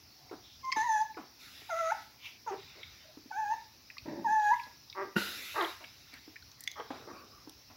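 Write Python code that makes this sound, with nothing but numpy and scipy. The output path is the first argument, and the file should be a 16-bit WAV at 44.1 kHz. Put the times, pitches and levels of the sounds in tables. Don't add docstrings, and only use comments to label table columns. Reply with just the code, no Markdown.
import sys
import numpy as np
from scipy import signal
from scipy.io import wavfile
from scipy.ndimage import uniform_filter1d

SR = 44100
rng = np.random.default_rng(int(sys.argv[2]) if len(sys.argv) > 2 else 0)


def linear_from_db(decibels):
    return 10 ** (np.asarray(decibels, float) / 20)


def file_out(sig):
    cols = np.atleast_2d(sig).T
    lim = np.clip(cols, -1, 1)
    pcm = np.round(lim * 32767).astype(np.int16)
    wavfile.write(sys.argv[1], SR, pcm)


N = 342216


def evened(x):
    return x / np.sqrt(np.mean(x ** 2) + 1e-20)


def read(points, hz):
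    f, value = np.transpose(points)
    return np.interp(np.log(hz + 1), np.log(f + 1), value)


def unroll(rows):
    s, *columns = np.transpose(rows)
    t = np.arange(s[0], s[-1], 1 / SR)
    return s[0], [np.interp(t, s, c) for c in columns]


def add(mix, s, sound):
    part = mix[round(s * SR):][:len(sound)]
    part += sound[:len(part)]


def resonate(x, hz, width_hz):
    return signal.lfilter(*signal.iirpeak(hz, hz / width_hz, SR), x)


def tract(x, modes):
    out = np.zeros(len(x))
    for k, (hz, width_hz, db) in enumerate(modes):
        twice = resonate(resonate(x, hz, width_hz), hz, width_hz)
        out += (-1) ** k * linear_from_db(db) * twice
    return evened(out)


def noise(colour, patchy_db):
    a, b, patches = rng.standard_normal((N // 256 + 5, 513, 3)).T
    patches = uniform_filter1d(patches, size=10, axis=0)
    patches = evened(uniform_filter1d(patches, size=10, axis=1))
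    colour_db = read(colour, np.fft.rfftfreq(1024, 1 / SR))[:, None]
    z = (a + 1j * b) * linear_from_db(colour_db + patchy_db * patches)
    return evened(signal.istft(z, nperseg=1024, noverlap=768)[1][:N])


def wobble(count, size):
    once = uniform_filter1d(rng.standard_normal(count), size)
    return evened(uniform_filter1d(once, size))


def ring(hz, t60, glide=0.):
    t = np.arange(SR // 4) / SR
    phase = 2 * np.pi * np.cumsum(hz * np.exp(glide * t)) / SR
    return linear_from_db(-60 * t / t60) * np.sin(phase)


def squeal(s, hz, effort_db, mouth_db, third_db, upper_db):
    # (frequency [Hz], level [dB])
    upper = [(2400, -0.5), (3500, -1.5), (4400, -8), (5500, -9.5), (6200, 15), (7200, -3.5), (8500, -44.5),
             (10500, -4.5), (12500, -20), (15000, -17)]
    upper_per_mouth = 0.67
    count = len(hz)
    hz = uniform_filter1d(hz, size=350, mode="nearest")
    turn = 2 * np.pi * np.cumsum(hz * (1 + 0.003 * wobble(count, size=90))) / SR
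    k = np.arange(1, 17)[:, None]
    second = np.minimum(linear_from_db(mouth_db), .99)
    first = np.sqrt(1 - second ** 2)
    stack = linear_from_db(upper_db + upper_per_mouth * mouth_db + read(upper, k[3:] * hz))
    level = linear_from_db(effort_db) * np.vstack([first, second, second * linear_from_db(third_db), stack])
    level[1:] *= 1 + 0.18 * wobble(count, size=120)
    level[2:] *= 1 + 0.34 * wobble(count, size=25)
    voice = (level * np.cos(k * turn + k ** 2)).sum(0)
    return s, np.sqrt(2) * voice * signal.windows.tukey(count, min(1, 300 / count))


def catch(s, db, hz, glide, fall):
    t = np.arange(-.012, .028, 1 / SR)
    effort_db = db + np.minimum(2500 * t, -fall * t)
    return squeal(s + t[0], hz + glide * t, effort_db, -17 + 0 * t, third_db=-13, upper_db=-29)


def squeals():
    # (time [s], pitch [Hz], effort [dB], mouth: share of the
    # second partial [dB])
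    squeal_a_start = [(0.628, 1093, -61, -12), (0.646, 1048, -39, -15), (0.698, 1050, -31.5, -21),
                      (0.716, 1043, -56, 15), (0.722, 1071, -33.5, 0), (0.756, 1074, -47, -24)]
    squeal_a = [(0.76, 901, -33.5, -10), (0.786, 862.6, -30, -5.5), (0.812, 876, -31, -6),
                (0.85, 993, -36.5, -10), (0.9, 886, -29.5, -11), (0.94, 868.6, -29.5, -9.5),
                (0.985, 843, -30, -6), (1.016, 875.4, -28, -19), (1.05, 886, -42, -24)]
    squeal_b = [(1.69, 775, -70, -7), (1.696, 765, -43, -10), (1.706, 709, -37.5, -0.5),
                (1.736, 643, -34.5, -5.5), (1.792, 683, -36, 0), (1.828, 651.7, -33, -5.5),
                (1.886, 648, -32.5, -2.5), (1.9, 675, -33.5, -2.5), (1.914, 772, -31.5, 0.5)]
    squeal_c = [(3.32, 748, -45.5, 0.5), (3.352, 769, -44, -2), (3.366, 815, -36, -8.5),
                (3.39, 888.6, -34, -14.5), (3.44, 846.4, -35, -15), (3.456, 813, -37, -12),
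                (3.49, 837, -35.5, -11), (3.524, 895.5, -29, -17.5), (3.536, 922, -42, -4)]
    squeal_d = [(4.244, 959, -35.5, -20), (4.256, 920, -29, -25.5), (4.284, 820, -31, -5.5),
                (4.33, 883, -27.5, -12.5), (4.42, 843, -28, -10.5), (4.484, 828.8, -28, -2.5),
                (4.506, 846.4, -28.5, -5), (4.519, 942, -20.5, -33), (4.545, 1030, -33, -5.5)]
    whimper = [(2.462, 526, -50, -3.5), (2.478, 457, -36.5, 5), (2.498, 409, -40.5, 14.5),
               (2.522, 375, -37, -16.5), (2.546, 423, -38, -32)]
    # (peak time [s], level [dB], pitch [Hz], glide [Hz per s], fall [dB per s])
    catches = [
        (1.698, -37.5, 875, -3000, 2900),
        (1.922, -22.5, 863, 2800, 2500),
        (3.315, -34.5, 852, -500, 2906),
        (3.538, -30, 910, 2, 1500),
    ]
    # (curve, third partial below the second [dB], upper partials below the effort [dB])
    cries = [(squeal_a_start, -13.5, -29.5), (squeal_a, -25, -25.5), (squeal_b, -11, -31.5),
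             (squeal_c, -17, -31.5), (squeal_d, -25.5, -34.5), (whimper, -10.5, -41.5)]
    out = np.zeros(N)
    for rows, third_db, upper_db in cries:
        s, controls = unroll(rows)
        add(out, *squeal(s, *controls, third_db, upper_db))
    for row in catches:
        add(out, *catch(*row))
    return out


def grunt(rows, roughness, chest_start_db, chest_gain_db, throat, chest):
    s, (effort_db, hz) = unroll(rows)
    count = len(hz)
    rough = np.clip(roughness + 0.07 * (effort_db.max() - effort_db), 0, 1)
    chest_db = chest_start_db + chest_gain_db * np.linspace(0, 1, count)
    turns = np.cumsum(hz * (1 + 0.173 * rough * wobble(count, size=150))) / SR
    folds = sum(np.cos(2 * np.pi * k * turns) for k in range(1, 24) if k * hz.max() < 5000)
    puffs = (0.49 + np.exp(-(turns % 1) / 1.1)) * rng.standard_normal(count)
    drive = (1 - rough) * evened(folds) + rough * evened(puffs)
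    drive *= linear_from_db(1.9 * rough * wobble(count, size=220))
    voice = tract(drive, throat) + linear_from_db(chest_db) * tract(drive, chest)
    small_body = signal.butter(4, 1.4 * hz.mean(), "high", fs=SR, output="sos")
    voice = signal.sosfilt(small_body, voice)
    return s, linear_from_db(effort_db) * voice * signal.windows.tukey(count, .1)


def grunts():
    # (time [s], effort [dB], pulse rate [Hz])
    curves = [
        [(4.945, -49.5, 205), (4.98, -40.5, 191), (5.03, -41, 194.7), (5.1, -65, 191)],
        [(5.538, -47, 307), (5.565, -36.5, 330.8), (5.595, -34.5, 413.5), (5.63, -32, 337), (5.66, -43.5, 331),
         (5.71, -62, 330)],
        [(6.755, -55, 191.6), (6.779, -45, 195), (6.815, -46, 187)],
        [(7.072, -55, 190), (7.092, -54, 190.3), (7.12, -46, 200)],
    ]
    # (roughness [0-1], chest at the start [dB], chest gain by the end [dB])
    voicings = [
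        (.15, -8.5, 18.5),
        (0.27, -3.5, 13.5),
        (.8, -27, 28),
        (0.73, 9, -11.5),
    ]
    # (frequency [Hz], width [Hz], level [dB])
    throat = [(591, 79, 1.5), (900, 157, 4), (1200, 215, 5), (1600, 130, -4.5), (1900, 330, -3)]
    # (frequency [Hz], width [Hz], level [dB])
    chest = [(352, 220, 0)]
    out = np.zeros(N)
    for rows, voicing in zip(curves, voicings):
        add(out, *grunt(rows, *voicing, throat, chest))
    return out


def gulp(s, db, hz, mouth_db, t60):
    t = np.arange(SR // 4) / SR
    puff = tract(rng.standard_normal(len(t)), [(800, 790, 26), (1300, 460, -40), (2200, 560, -13)])
    puff *= linear_from_db(mouth_db - 60 * t / (1.14 * t60)) * (1 - np.exp(-t / 0.0014))
    thump = ring(1.12 * hz, t60, glide=-14) * (1 - np.exp(-t / 0.0019))
    return s, linear_from_db(db) * (2.2 * thump + 0.9 * puff)


def gulps():
    # (time [s], peak [dB], cavity [Hz], mouth part [dB], t60 [s])
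    swallows = [(0.312, -41, 367, -3, 0.092), (0.768, -31, 324, 6.5, 0.015), (1.169, -44.5, 358, 4, 0.14),
                (1.618, -48, 362, -3, 0.021), (2.52, -47, 402, 10.5, 0.068),
                (3.172, -38.5, 290, -12, 0.021), (3.258, -43.5, 262, -21, 0.022),
                (4.665, -60, 260, 10.5, 0.058), (5.805, -61, 380, 11.5, 0.14), (6.132, -58, 265, 0, 0.068),
                (6.277, -44, 308, -12, 0.033), (6.797, -35.5, 425, -1, 0.028), (6.904, -37, 277, 5.5, 0.05),
                (7.473, -42.5, 297, -5.5, 0.033), (7.699, -65.5, 268, 11, 0.16)]
    out = np.zeros(N)
    for row in swallows:
        add(out, *gulp(*row))
    return out


def smack(s, db, low_hz, high_hz, tick_db, t60):
    t = np.arange(SR // 10) / SR
    crack = rng.standard_normal(len(t)) * linear_from_db(-60 * t / t60) * (1 - np.exp(-t / 0.0012))
    crack[20] += 6.0
    rings = tract(crack, [(low_hz, .18 * low_hz, 0), (high_hz, .18 * high_hz, -1.5)])
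    tick = np.gradient(np.gradient(crack))
    return s, linear_from_db(db) * (0.81 * rings / abs(rings).max() + 0.32 * linear_from_db(tick_db) * tick)


def smacks():
    # (time [s], peak [dB], ring [Hz], second ring [Hz])
    dull = [(.65, -40, 5000, 5500), (.718, -24.5, 2610, 4650), (.724, -18.5, 2040, 5000),
            (.294, -48, 900, 2200), (1.144, -44, 900, 2200), (1.173, -38.5, 800, 1470),
            (2.524, -49, 800, 1440), (2.831, -32, 2240, 3450), (3.901, -34, 1880, 2510),
            (3.968, -39.5, 1140, 2000), (3.982, -28, 2450, 4460), (4.397, -48, 3800, 3960),
            (4.597, -33, 2180, 2600), (4.635, -41, 3970, 4530), (4.899, -32.5, 3800, 5000),
            (4.927, -34.5, 2310, 3800), (5.61, -25.5, 3150, 3800), (5.646, -27, 3030, 3550),
            (5.84, -36.5, 1600, 2660), (5.844, -36, 2200, 2950), (6.363, -35.5, 1800, 2360),
            (6.424, -41.5, 1460, 4200), (6.8, -36.5, 900, 3170)]
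    # (time [s], peak [dB], ring [Hz], second ring [Hz], treble tick [dB])
    bright = [(1.016, -40, 4670, 5220, -8), (5.625, -34, 3000, 4500, 3), (6.139, -37.5, 2320, 4330, -1.5),
              (6.358, -38.5, 1700, 2160, -23), (6.516, -40, 4000, 5900, -12), (6.607, -46, 5860, 7500, 20),
              (6.638, -33.5, 4330, 5800, 4), (6.675, -19.5, 2060, 3410, -12),
              (6.676, -26.5, 4900, 6300, -14), (6.715, -31.5, 3900, 6240, -4.5),
              (7.495, -38.5, 3560, 5500, 4.5)]
    out = np.zeros(N)
    for row in dull:
        add(out, *smack(*row, tick_db=-30, t60=0.024))
    for row in bright:
        add(out, *smack(*row, t60=0.018))
    return out


def wheeze(start, end, db, hz, width_hz):
    air = tract(rng.standard_normal(SR // 2), [(hz, width_hz, 0)])[:round((end - start) * SR)]
    return start, linear_from_db(db) * air * signal.windows.tukey(len(air), .6)


def wheezes():
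    # (start [s], end [s], level [dB], frequency [Hz], width [Hz])
    whistles = [(0.098, 0.493, -68.5, 743, 120), (0.396, 0.595, -60, 3550, 900),
                (2.461, 2.575, -54, 1480, 1300), (2.743, 2.832, -60, 398, 530),
                (3.021, 3.136, -63.5, 626, 70.5), (6.108, 6.203, -56, 1900, 1200),
                (6.57, 6.694, -63.5, 1900, 253), (6.67, 6.916, -66, 3230, 350),
                (7.123, 7.27, -58, 1140, 168), (7.114, 7.24, -63, 2440, 300),
                (7.272, 7.466, -65.5, 1200, 200)]
    out = np.zeros(N)
    for row in whistles:
        add(out, *wheeze(*row))
    return out


def growl():
    # (time [s], effort [dB], pulse rate [Hz])
    curve = [(4.05, -52, 95.2), (4.08, -44.5, 85), (4.1, -49, 77), (4.19, -51, 80.7), (4.24, -58, 79),
             (4.33, -66.5, 78)]
    # (frequency [Hz], width [Hz], level [dB])
    throat = [(537, 124, 2.5), (910, 210, -3.5), (1300, 170, -22), (1800, 570, -15)]
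    # (frequency [Hz], width [Hz], level [dB])
    chest = [(102, 43, -5), (200, 114, 2.5), (350, 157, 5)]
    out = np.zeros(N)
    add(out, *grunt(curve, .9, 4, 6, throat, chest))
    return out


def breath(t, start, held, flow_db, sag_db):
    u = t - start
    rise = 0.014 * linear_from_db(0.83 * (-44 - flow_db))
    sag = sag_db * np.clip(u / held, 0, 1)
    fall = 111 * np.maximum(u - held, 0)
    return np.clip(u / rise, 0, 1) * linear_from_db(sag - fall)


def breaths():
    # (start [s], held [s], air flow [dB], hiss [dB], sag while held [dB])
    puffs = [
        (.75, 0.28, -49.5, -63, -20),
        (1.379, 0.65, -53.5, -62, -4.5),
        (2.55, 0.49, -56, -91, -3.5),
        (3.349, 0.27, -70.5, -80, 5),
        (4.0, 0.16, -61.5, -87, -5),
        (4.4, 0.24, -56.5, -64.5, -2.5),
        (5.158, 0.54, -41.5, -47, -8.5),
        (5.78, 0.52, -57, -69.5, -8.5),
        (6.78, 0.19, -68, -84, 12),
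    ]
    # (frequency [Hz], width [Hz], level [dB])
    nose = [(1350, 400, 0), (2000, 760, 2), (2660, 950, 2), (3800, 670, 5.5), (5000, 1240, -1.5),
            (7500, 830, -17)]
    # (frequency [Hz], density [dB per Hz])
    hiss_colour = [(3530, -18), (6000, 0.5), (7580, -5), (8470, -15.5), (10300, -2), (12500, -1),
                   (15200, -6.5)]
    t = np.arange(N) / SR
    flow, hiss = linear_from_db(-75), linear_from_db(-73)
    for start, held, flow_db, hiss_db, sag_db in puffs:
        air = breath(t, start, held, flow_db, sag_db)
        flow = np.hypot(flow, linear_from_db(flow_db) * air)
        hiss = np.hypot(hiss, linear_from_db(hiss_db) * air)
    rush = noise([(900, 1), (1300, 5.9), (9000, 8.7)], patchy_db=3)
    return flow * tract(rush, nose) + hiss * noise(hiss_colour, patchy_db=1.0)


def sniff():
    # (time [s], level [dB])
    swell = [
        (2.17, -73),
        (2.26, -45),
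        (2.38, -64.5),
    ]
    # (frequency [Hz], density [dB per Hz])
    colour = [(410, -63), (700, -37), (958, -19), (1580, -30), (2360, -7.5), (3710, -14), (4360, -26),
              (6050, -21.5), (7870, -49), (14000, -30)]
    out = np.zeros(N)
    s, (db,) = unroll(swell)
    add(out, s, linear_from_db(db) * noise(colour, patchy_db=1.5)[:len(db)])
    return out


def snort():
    # (frequency [Hz], level [dB], t60 [s])
    rings = [(205, -22, 0.097), (350, -24, 0.063), (910, -34.5, 0.044), (1444, -19.5, 0.029),
             (1900, -29, 0.046), (2814, -26.5, 0.039)]
    snort_s = 5.162
    out = np.zeros(N)
    t = np.arange(SR // 4) / SR
    knock = sum(linear_from_db(db) * ring(hz, t60) for hz, db, t60 in rings)
    knock *= signal.windows.tukey(len(t), .012)
    for late_s, db in [(-.004, -12), (.0015, 0.5), (.008, -32), (.019, -7.5)]:
        add(out, snort_s + late_s, linear_from_db(db) * knock * (1 + 0.26 * wobble(len(t), size=40)))
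    blast = tract(rng.standard_normal(len(t)), [(hz, 0.15 * hz, db) for hz, db, t60 in rings])
    add(out, snort_s, linear_from_db(-33.5 - 60 * t / 0.56) * blast)
    return out


def shuffle():
    # (time [s], level [dB], fade [dB per s])
    shoves = [
        (0.328, -45.5, 449.5),
        (5.19, -47.5, 56),
        (6.93, -51, 43),
        (7.13, -58, 96),
    ]
    # (frequency [Hz], density [dB per Hz])
    rug = [(70, -18), (130, -29), (200, -3.5), (300, -5), (450, -4), (900, -15), (1400, -6.5),
           (2500, -41.5)]
    t = np.arange(N) / SR
    rub = noise(rug, patchy_db=1.5) * linear_from_db(1.5 * wobble(N, size=200))
    push = np.zeros(N)
    for s, db, fade in shoves:
        push += np.clip((t - s) / 0.0017, 0, 1) * linear_from_db(db - fade * abs(t - s))
    return rub * push


def room(x):
    # (frequency [Hz], t60 [s])
    decay = [(200, 0.25), (900, 0.3), (2000, 0.45), (5000, 0.41), (12000, 0.064)]
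    taps = np.zeros(SR // 2)
    at = np.arange(150, len(taps) - 20, 20)
    taps[at + rng.integers(0, 20, len(at))] = rng.choice([-1., 1.], len(at))
    hz, t, z = signal.stft(taps, SR, nperseg=256)
    tail = signal.istft(z * linear_from_db(-60 * t / read(decay, hz)[:, None]), SR, nperseg=256)[1]
    return signal.fftconvolve(x, tail / np.linalg.norm(tail))[:N]


def floor_hiss():
    # (frequency [Hz], density [dB per Hz])
    floor = [(15, -45), (25, -16), (102, 12), (166, -9), (236, 0.5), (489, -10), (863, -7), (1520, -12),
             (2550, -8.5), (3160, -12), (5280, 0), (5730, -1.5), (8360, -40), (14800, -12.5), (16000, -10)]
    return linear_from_db(-58) * noise(floor, patchy_db=2)


def apart_hiss():
    # (frequency [Hz], density [dB per Hz])
    apart = [(15, -35), (25, -9), (92, -8), (354, -14), (531, -14), (911, -14.5), (2410, -17.5),
             (4870, -11.5), (7110, -23.5), (16000, -15)]
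    return linear_from_db(-72) * noise(apart, patchy_db=1.5)


def scene():
    voices = squeals() + grunts() + growl()
    mouths = gulps()
    lips = smacks() + wheezes()
    echo = linear_from_db(-8) * room(voices) + linear_from_db(-5.5) * room(mouths + linear_from_db(-10) * lips)
    mother = breaths() + sniff() + snort()
    mid = voices + mouths + lips + mother + echo + shuffle() + floor_hiss()
    side = apart_hiss() + linear_from_db(-66) * echo
    return np.array([mid + side, mid - side])


def low_pass(x):
    return signal.sosfilt(signal.butter(12, 16990, fs=SR, output="sos"), x)


def record(dry):
    bass_cut = signal.butter(2, 55, "high", fs=SR, output="sos")
    bassless = signal.sosfilt(bass_cut, dry)
    edge = signal.firwin(511, 15900, window=("kaiser", 9), fs=SR)
    mix = signal.oaconvolve(bassless, edge[None], "same")
    return low_pass(mix)


dry = scene()
out = record(dry)
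file_out(out)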